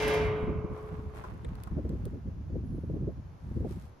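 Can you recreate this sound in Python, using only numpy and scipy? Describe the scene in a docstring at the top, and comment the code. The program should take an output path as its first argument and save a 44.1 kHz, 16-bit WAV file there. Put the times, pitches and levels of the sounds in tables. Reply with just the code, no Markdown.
"""A steel lid lands on a steel drum, chatters and scrapes round the rim for 0.2 s, then rings down.
The contacts drive a main note, a set of clear modes and a dense crowd of thin-sheet modes.
Outdoors, someone steps back over dry grass: stalks crackle, a twig snaps, a few small clicks sound.
Wind eddies buffet the microphone over a quiet hiss and one faint high buzz."""
import sys
import numpy as np
from scipy import signal
from scipy.fft import rfft, irfft
from scipy.io import wavfile
from scipy.ndimage import uniform_filter1d

SR = 44100
rng = np.random.default_rng(int(sys.argv[2]) if len(sys.argv) > 2 else 0)


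def int16_out(signal):
    """Quantize to a 16-bit WAV file."""
    q = np.round(np.clip(np.atleast_2d(signal).T, -1, 1) * 32767)
    wavfile.write(sys.argv[1], SR, q.astype(np.int16))


N = 176400
T, HZ = np.arange(N) / SR, np.fft.rfftfreq(N, 1 / SR)

# outdoor hiss: freq_hz, gain_db
HISS_SPECTRUM = [(300, 4.5), (600, 0), (1000, -2), (1900, -13), (3500, -21), (6500, -23), (8500, -42),
                 (11500, -27), (13000, -46.5), (15500, -58)]
# hiss, left to right: freq_hz, correlation
HISS_CORRELATION = [(300, 0.54), (1200, 0), (2800, 0.44), (7000, 0.09), (14000, 0.57)]
# narrow bands of the high buzz: freq_hz, half_width_hz, gain_db
BUZZ_BANDS = [(10000, 260, 0), (11100, 480, -1.5)]

# wind envelope: time_s, level_db
WIND_LEVELS = [(0, -41.5), (.27, -36.5), (.58, -46.5), (.72, -48), (.9, -46), (1.04, -38.5), (1.26, -47),
               (1.48, -39.5), (1.64, -44.5), (1.74, -46), (1.95, -35), (2.1, -39), (2.3, -37.5),
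               (2.38, -43.5), (2.56, -36.5), (3.0, -38), (3.25, -45), (3.38, -49.5), (3.62, -34),
               (3.76, -40.5), (3.86, -50.5), (4.0, -59.5)]
# turbulence before its low-pass: freq_hz, gain_db
WIND_SPECTRUM = [(20, -49.5), (32, -21), (45, -3), (65, 3), (120, -1.5), (250, -6.5), (600, -6.5),
                 (1500, -32.5)]
# single eddies: start_s, length_s, level_db, edge_hz
EDDIES = [(0.246, 0.062, -28.5, 141), (0.425, 0.028, -27.5, 277), (0.473, 0.046, -27.5, 285),
          (0.553, 0.038, -27.5, 244.1), (0.641, 0.012, -25.5, 313), (0.982, 0.023, -35.5, 310),
          (1.061, 0.021, -31.5, 166), (1.47, 0.025, -33, 254.4), (1.709, 0.051, -31.5, 260),
          (1.764, 0.034, -28.5, 503), (1.846, 0.031, -31.5, 465), (1.897, 0.016, -31, 460),
          (1.925, 0.039, -33.5, 433), (2.036, 0.01, -30.5, 214), (2.06, 0.019, -40, 520),
          (2.128, 0.05, -38, 470), (2.25, 0.085, -45.5, 453), (2.495, 0.04, -36.5, 400),
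          (2.553, 0.014, -30.5, 516), (2.688, 0.018, -34, 230), (2.743, 0.023, -35, 348),
          (2.778, 0.015, -30, 437), (2.834, 0.012, -29.5, 390), (2.894, 0.017, -29, 440),
          (2.932, 0.027, -31, 394), (2.961, 0.023, -34, 466), (3.068, 0.03, -30, 500),
          (3.511, 0.011, -30.5, 330), (3.571, 0.0057, -30, 387), (3.603, 0.018, -30, 420),
          (3.643, 0.029, -32, 624), (3.706, 0.018, -33.5, 427)]

# small clicks: start_s, low_db, mid_db, high_db
CLICK_HITS = [(1.49, -52, -59.5, -77), (1.554, -52, -56, -56.5), (1.602, -55, -59, -76),
              (1.6363, -65, -46.5, -47), (1.675, -63, -74, -64), (1.893, -51, -54.5, -57),
              (2.054, -57, -52.5, -47)]
# low, mid and high click bands: centre_hz, sigma_octaves
CLICK_BANDS = [(1300, 0.43), (3500, 0.73), (9600, 0.57)]
# twig modes: pitch_hz, level_db, t60_s
TWIG_MODES = [(486, -37, 0.092), (1110, -48, 0.034), (2000, -49, 0.021), (2140, -47, 0.034),
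              (3550, -48.5, 0.012), (3550, -51, 0.024), (5260, -63, .015), (8350, -52.5, 0.017),
              (9150, -72, 0.036)]
# steps in grass: centre_s, length_s, rustle_db, crackle_db
FOOTSTEPS = [(0.25, .06, -66.5, -63), (0.41, 0.12, -62, -74.5), (0.782, 0.11, -53.5, -73.5),
             (0.94, 0.22, -54.5, -73), (1.173, 0.04, -57, -65.5), (1.235, 0.19, -51.5, -71),
             (1.55, 0.34, -57.5, -77), (1.96, 0.4, -61.5, -78), (3.55, 0.27, -64, -75),
             (3.713, 0.068, -63, -64), (3.812, 0.13, -63, -68.5)]
# low rustle of stalks: freq_hz, gain_db
RUSTLE_SPECTRUM = [(300, -3), (700, 3.5), (1100, 1.5), (2000, -8.5), (3500, -20), (7000, -42), (15500, -54)]
# high crackle of stalks: freq_hz, gain_db
CRACKLE_SPECTRUM = [(1000, 4.5), (3500, 6.5), (6500, 2), (10500, 2), (13000, 2), (15500, -27)]
# dull knocks under foot: start_s, decay_s, level_db
FOOT_THUDS = [(0.777, 0.025, -53), (1.239, 0.019, -38.5), (1.673, 0.008, -41)]
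# thud colour: freq_hz, gain_db
THUD_SPECTRUM = [(300, -5), (700, -7), (1100, 6), (1700, -14), (2500, -36), (6000, -31), (15000, -46)]

# edge sliding on rim: start_s, decay_s, level_db
RIM_SCRAPES = [(0.023, 0.013, -53), (0.079, 0.018, -45), (0.137, 0.012, -46.5)]
# scrape colour: freq_hz, gain_db
SCRAPE_SPECTRUM = [(2000, -5), (5000, -22), (9500, 15), (12000, 14), (14000, -6), (15500, -21)]
# lid striking rim: time_s, relative_db
RIM_KNOCKS = [(0.001, 7.5), (0.024, 3.5), (0.078, 4.5), (0.111, 0), (0.139, 3), (0.176, -7.5), (0.209, -22)]
# sheet mode strength: freq_hz, gain_db
SHEET_SPECTRUM = [(200, -18), (330, -3.5), (500, 1), (680, 1.5), (900, -1), (1150, -2), (1350, -3.5),
                  (1600, 5), (1900, -1), (2100, 0.5), (2500, -5), (3100, -4.5), (4200, -11.5), (5600, -9.5),
                  (8000, -21), (12000, -21.5), (15500, -45)]
# sheet damping: freq_hz, t60_s
SHEET_DECAY = [(200, 6.7), (600, 2.2), (800, 1.85), (1080, 3.4), (1350, 2.0), (1700, 0.95), (2300, 1.29),
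               (3400, 0.86), (5000, 0.55), (8000, 0.4), (15000, 0.48)]
# sheet, left to right: freq_hz, correlation
SHEET_CORRELATION = [(200, 0.62), (600, 0.7), (1300, 0.7), (1700, -0.53), (2200, 0.64), (4200, 0.66),
                     (7000, -0.058), (15000, -0.3)]
# sheet balance: freq_hz, left_minus_right_db
SHEET_BALANCE = [(600, -4), (1150, -2), (1600, -3.5), (2100, -5.5), (2800, 0.5), (5400, 1.5), (7000, -1.5),
                 (10000, 0)]
# clear modes of lid and drum: pitch_hz, gain_db, t60_s
STEEL_MODES = [ (153, -43, 2.0), (285.5, -48, 1.7), (313, -48, 1.6), (398.4, -47, 1.5), (551, -46, 1.6),
               (581.5, -45.5, 1.3), (635, -52, 1.5), (700.3, -44, 1.2), (817, -51, 1.1), (899, -44, .9),
               (1000, -54, 2.2), (1037, -53, 2.6), (1114, -57, 2.6), (1174, -56, 2.6), (1593, -56, 1.2),
               (1669, -56, .9), (1831, -53, 1.0), (2079, -43, .95), (2160, -57, 1.6), (2224.5, -51, 1.0),
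               (2373, -44, .9), (2412, -60, 1.6), (2644, -53.5, .9), (2859, -57, .8), (2940, -54, .9),
               (3187, -52.5, .8), (3397, -59, .7), (3908, -61, .6)]


def amp(db):
    """Decibels to gain."""
    return np.exp(np.maximum(db, -400) * (np.log(10) / 20))


def unit(x):
    """Scale to rms 1."""
    return x / np.sqrt(np.mean(x ** 2) + 1e-20)


def lookup(table, hz):
    """Interpolate on a log-frequency axis."""
    freq_hz, value = np.transpose(table)
    return np.interp(np.log(hz + 1), np.log(freq_hz + 1), value)


def noise(gain, correlation=0.):
    """Stereo noise of rms 1 with a given spectrum and left-right correlation."""
    a, b = rfft(rng.standard_normal((2, N)))
    mid, side = a * np.sqrt(1 + correlation), b * np.sqrt(1 - correlation)
    return unit(irfft(np.array([mid + side, mid - side]) * gain, N))


def wander(rate_hz):
    """Smooth random curve of rms 1."""
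    return unit(irfft(rfft(rng.standard_normal(N)) / (1 + (HZ / rate_hz) ** 4), N))


def bump(centre_s, length_s):
    """Bell curve, -6 dB at the ends of its length."""
    return amp(-6 * (2 * (T - centre_s) / length_s) ** 2)


def burst(start_s, decay_s):
    """Instant rise, exponential fall."""
    return (T >= start_s) * np.exp(-np.clip((T - start_s) / decay_s, 0, 20))


def background(level_db=-58):
    """Steady distant outdoor hiss."""
    return amp(level_db) * noise(amp(lookup(HISS_SPECTRUM, HZ)), lookup(HISS_CORRELATION, HZ))


def high_buzz(start_s=2.63, rise_s=0.027, fade_from_s=2.77, fade_s=0.23, throb_hz=20, level_db=-79.5):
    """A faint high buzz in two narrow bands near 10 and 11 kHz, throbbing as it fades."""
    spectrum = sum(amp(db) / (1 + ((HZ - hz) / width_hz) ** 2) for hz, width_hz, db in BUZZ_BANDS)
    envelope = np.clip((T - start_s) / rise_s, 0, 1) * np.exp(-np.maximum(T - fade_from_s, 0) / fade_s)
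    throb = 1 + 0.27 * np.sin(2 * np.pi * throb_hz * T)
    return amp(level_db) * envelope * throb * noise(spectrum)


def eddy(start_s, length_s, rise_s=0.0044, wake_gain=0.13, wake_s=0.036):
    """Envelope of one eddy: fast arrival, roll-off, weak wake."""
    rise = np.clip((T - start_s) / rise_s, 0, 1)
    return rise * np.maximum(bump(start_s, 2 * length_s), wake_gain * burst(start_s, wake_s))


def wind(flutter_db=3.5, ref_edge_hz=202.6, ref_db=-41.0, db_per_octave=13.5, order=4.62, bands=13):
    """Turbulence at the microphone: stronger wind reaches higher, single eddies thump."""
    level_db = np.interp(T, *np.transpose(WIND_LEVELS)) + flutter_db * wander(15.6)
    power = amp(level_db) ** 2
    weighted_edge = power * ref_edge_hz * 2 ** ((level_db - ref_db) / db_per_octave)
    for start_s, length_s, db, hz in EDDIES:
        eddy_power = (amp(db) * eddy(start_s, length_s)) ** 2
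        power += eddy_power
        weighted_edge += eddy_power * hz
    edge_hz = weighted_edge / power
    turbulence = rfft(noise(amp(lookup(WIND_SPECTRUM, HZ)), correlation=0.85))
    centres_hz, rumble = np.geomspace(60, 3000, bands), 0
    for k, hz in enumerate(centres_hz[:-1]):  # moving low-pass, band by band
        band = irfft(turbulence * np.interp(HZ, centres_hz, np.arange(bands) == k), N)
        rumble += band / np.sqrt(1 + (hz / edge_hz) ** (2 * order))
    running_rms = np.sqrt(uniform_filter1d(uniform_filter1d((rumble ** 2).mean(0), 1800), 1200))
    return rumble / running_rms * np.sqrt(power)


def clicks(decay_s=0.0014, tail_db=-24, tail_s=0.022):
    """Small dry clicks, each with its own colour and a short tail."""
    out = 0
    for k, (centre_hz, sigma_octaves) in enumerate(CLICK_BANDS):
        envelope = sum(amp(band_db[k]) * (burst(start_s, decay_s) + amp(tail_db) * burst(start_s, tail_s))
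                       for start_s, *band_db in CLICK_HITS)
        band = np.exp(-.5 * (np.log2((HZ + 1) / centre_hz) / sigma_octaves) ** 2)
        out += envelope * noise(band, correlation=0.026)
    return out


def twig_snap(start_s=1.4472, rise_s=.0003, jitter_s=.00006, rough_hz=300):
    """A twig cracks under foot; splintering fibres roughen its modes."""
    age_s = np.maximum(T - start_s, 0)
    rough_age_s = age_s + jitter_s * wander(rough_hz)
    out = 0
    for hz, db, t60_s in TWIG_MODES:
        phase = 2 * np.pi * (hz * rough_age_s + rng.random((2, 1)) / 2)
        out += amp(db - 60 * age_s / t60_s) * np.sin(phase)
    return np.minimum(age_s / rise_s, 1) * out


def steps(grains_per_s=2600, spread_db=7.5):
    """Dry stalks rustle and crackle under each step, with an occasional dull thud."""
    thuds = sum(amp(db) * burst(start_s, decay_s) for start_s, decay_s, db in FOOT_THUDS)
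    out = thuds * noise(amp(lookup(THUD_SPECTRUM, HZ)))
    for k, spectrum in enumerate([RUSTLE_SPECTRUM, CRACKLE_SPECTRUM]):
        grain_db = spread_db * np.minimum(rng.exponential(1, (2, N)), 5)
        grains = amp(grain_db) * rng.choice([-1, 1], (2, N))
        grains *= rng.random((2, N)) < grains_per_s / SR
        crunch = unit(grains) + rng.standard_normal((2, N))
        pressure = sum(amp(db[k]) * bump(centre_s, length_s) for centre_s, length_s, *db in FOOTSTEPS)
        out += pressure * unit(irfft(rfft(crunch) * amp(lookup(spectrum, HZ)), N))
    return out


def scrapes(catches_per_s=2500, catch_s=0.00066):
    """The lid's edge slides on the rim in a rush of tiny catches."""
    catches = (rng.random(N) < catches_per_s / SR) * rng.exponential(1, N)
    grit = unit(signal.lfilter([1], [1, -np.exp(-1 / (catch_s * SR))], catches))
    envelope = sum(amp(db) * burst(start_s, decay_s) for start_s, decay_s, db in RIM_SCRAPES)
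    return envelope * grit * noise(amp(lookup(SCRAPE_SPECTRUM, HZ)), correlation=-0.35)


def contact_force(chatter_s=0.12, chatter_per_s=1500, chatter_db=-17, settle_s=0.013):
    """Unit-energy force on the lid: knocks, plus fine chatter that stops as it seats."""
    envelope = amp(chatter_db) * np.exp(-np.maximum(T - chatter_s, 0) / settle_s)
    force = envelope * rng.standard_normal(N) * (rng.random(N) < chatter_per_s / SR)
    for time_s, db in RIM_KNOCKS:
        force[round(time_s * SR)] += amp(db)
    return force / np.linalg.norm(force)


def sheet_crash(force, gain_db=-38, count=1600, spread_db=3.5, t60_spread=.08,
                shimmer_db=1.5, shimmer_hz=14):
    """Dense, unevenly excited and damped modes of thin steel; the treble dies first."""
    size = 2 * SR
    hz = 200 + 15300 * ((np.arange(count) + rng.random(count)) / count) ** 1.5
    uneven = amp(spread_db * rng.standard_normal(count))
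    uneven /= np.sqrt(uniform_filter1d(uneven ** 2, size=11))
    strength = uneven * amp(lookup(SHEET_SPECTRUM, hz)) * hz ** (1 / 6)  # offsets sparser high modes
    apart_rad = np.arccos(lookup(SHEET_CORRELATION, hz)) * rng.choice([-1, 1], count)
    balance = amp(np.outer([.5, -.5], lookup(SHEET_BALANCE, hz)))
    phase = 2 * np.pi * rng.random(count) + np.outer([.5, -.5], apart_rad)
    modes = strength * balance * np.exp(1j * phase)
    t60_s = lookup(SHEET_DECAY, hz) * np.exp(t60_spread * rng.standard_normal(count))
    shimmer = unit(amp(shimmer_db * wander(shimmer_hz)))  # mimics energy passing between modes
    response = np.zeros((2, size))
    for group in np.array_split(np.argsort(t60_s), 40):  # similar t60s share an envelope
        lines = np.zeros((2, size // 2 + 1), complex)
        lines[:, (hz[group] * size / SR).astype(int)] = modes[:, group]
        decay = amp(-60 * T[:size] / t60_s[group].mean())
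        response += irfft(lines, size) * decay * np.roll(shimmer, rng.integers(N))[:size]
    response /= np.sqrt(np.mean(response[:, :SR // 20] ** 2))  # rms 1 over the first 50 ms
    return 2 * amp(gain_db) * signal.fftconvolve(response, force[None], axes=1)[:, :N]


def ring_envelope(force, t60_s):
    """A mode gathers energy from the contacts and loses it to damping."""
    energy = signal.lfilter([1], [1, -amp(-120 / (t60_s * SR))], force ** 2)
    return 2 * np.sqrt(energy)


def clear_modes(force, beat_db=3.0, jostle_rad=.4, jostle_s=0.3, stereo_rad=.5):
    """Lid and drum modes ring and waver; their phase wobbles while the lid still moves."""
    beat = wander(11.0)
    wobble = wander(15)
    moving = np.exp(-(T / jostle_s) ** 2)
    out = 0
    for hz, db, t60_s in STEEL_MODES:
        shift = rng.integers(N)
        treble = min(hz / 1500, 1)
        stereo = stereo_rad * treble * rng.choice([-1, 1]) * np.array([[1], [-1]])
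        jostle = jostle_rad * treble * moving * np.roll(wobble, shift)
        phase = 2 * np.pi * (hz * T + rng.random()) + jostle + stereo
        out += amp(db + beat_db * np.roll(beat, shift)) * ring_envelope(force, t60_s) * np.sin(phase)
    return out


def lid_note(force, pitch_hz=428.0, sharp_hz=2.87, sharp_s=0.098, gain_db=-30, waver_db=1.2, t60_s=2.375):
    """The lid's main mode: slightly sharp while driven, then settling."""
    glide_hz = pitch_hz + sharp_hz * np.exp(-T / sharp_s)
    envelope = amp(gain_db + waver_db * wander(48)) * ring_envelope(force, t60_s)
    balance = amp([[.5], [-.5]])
    return balance * envelope * np.sin(2 * np.pi * np.cumsum(glide_hz) / SR)


def scene():
    """Lid on drum, footsteps and outdoor ambience, in stereo."""
    force = contact_force()
    steel = lid_note(force) + clear_modes(force) + sheet_crash(force) + scrapes()
    return steel + steps() + twig_snap() + clicks() + wind() + high_buzz() + background()


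def record(dry, cutoff_hz=15800):
    """The recorder's band limit."""
    lowpass = signal.firwin(511, cutoff_hz, window=("kaiser", 9), fs=SR)
    return signal.oaconvolve(dry, lowpass[None], "same")


dry = scene()
out = record(dry)
int16_out(out)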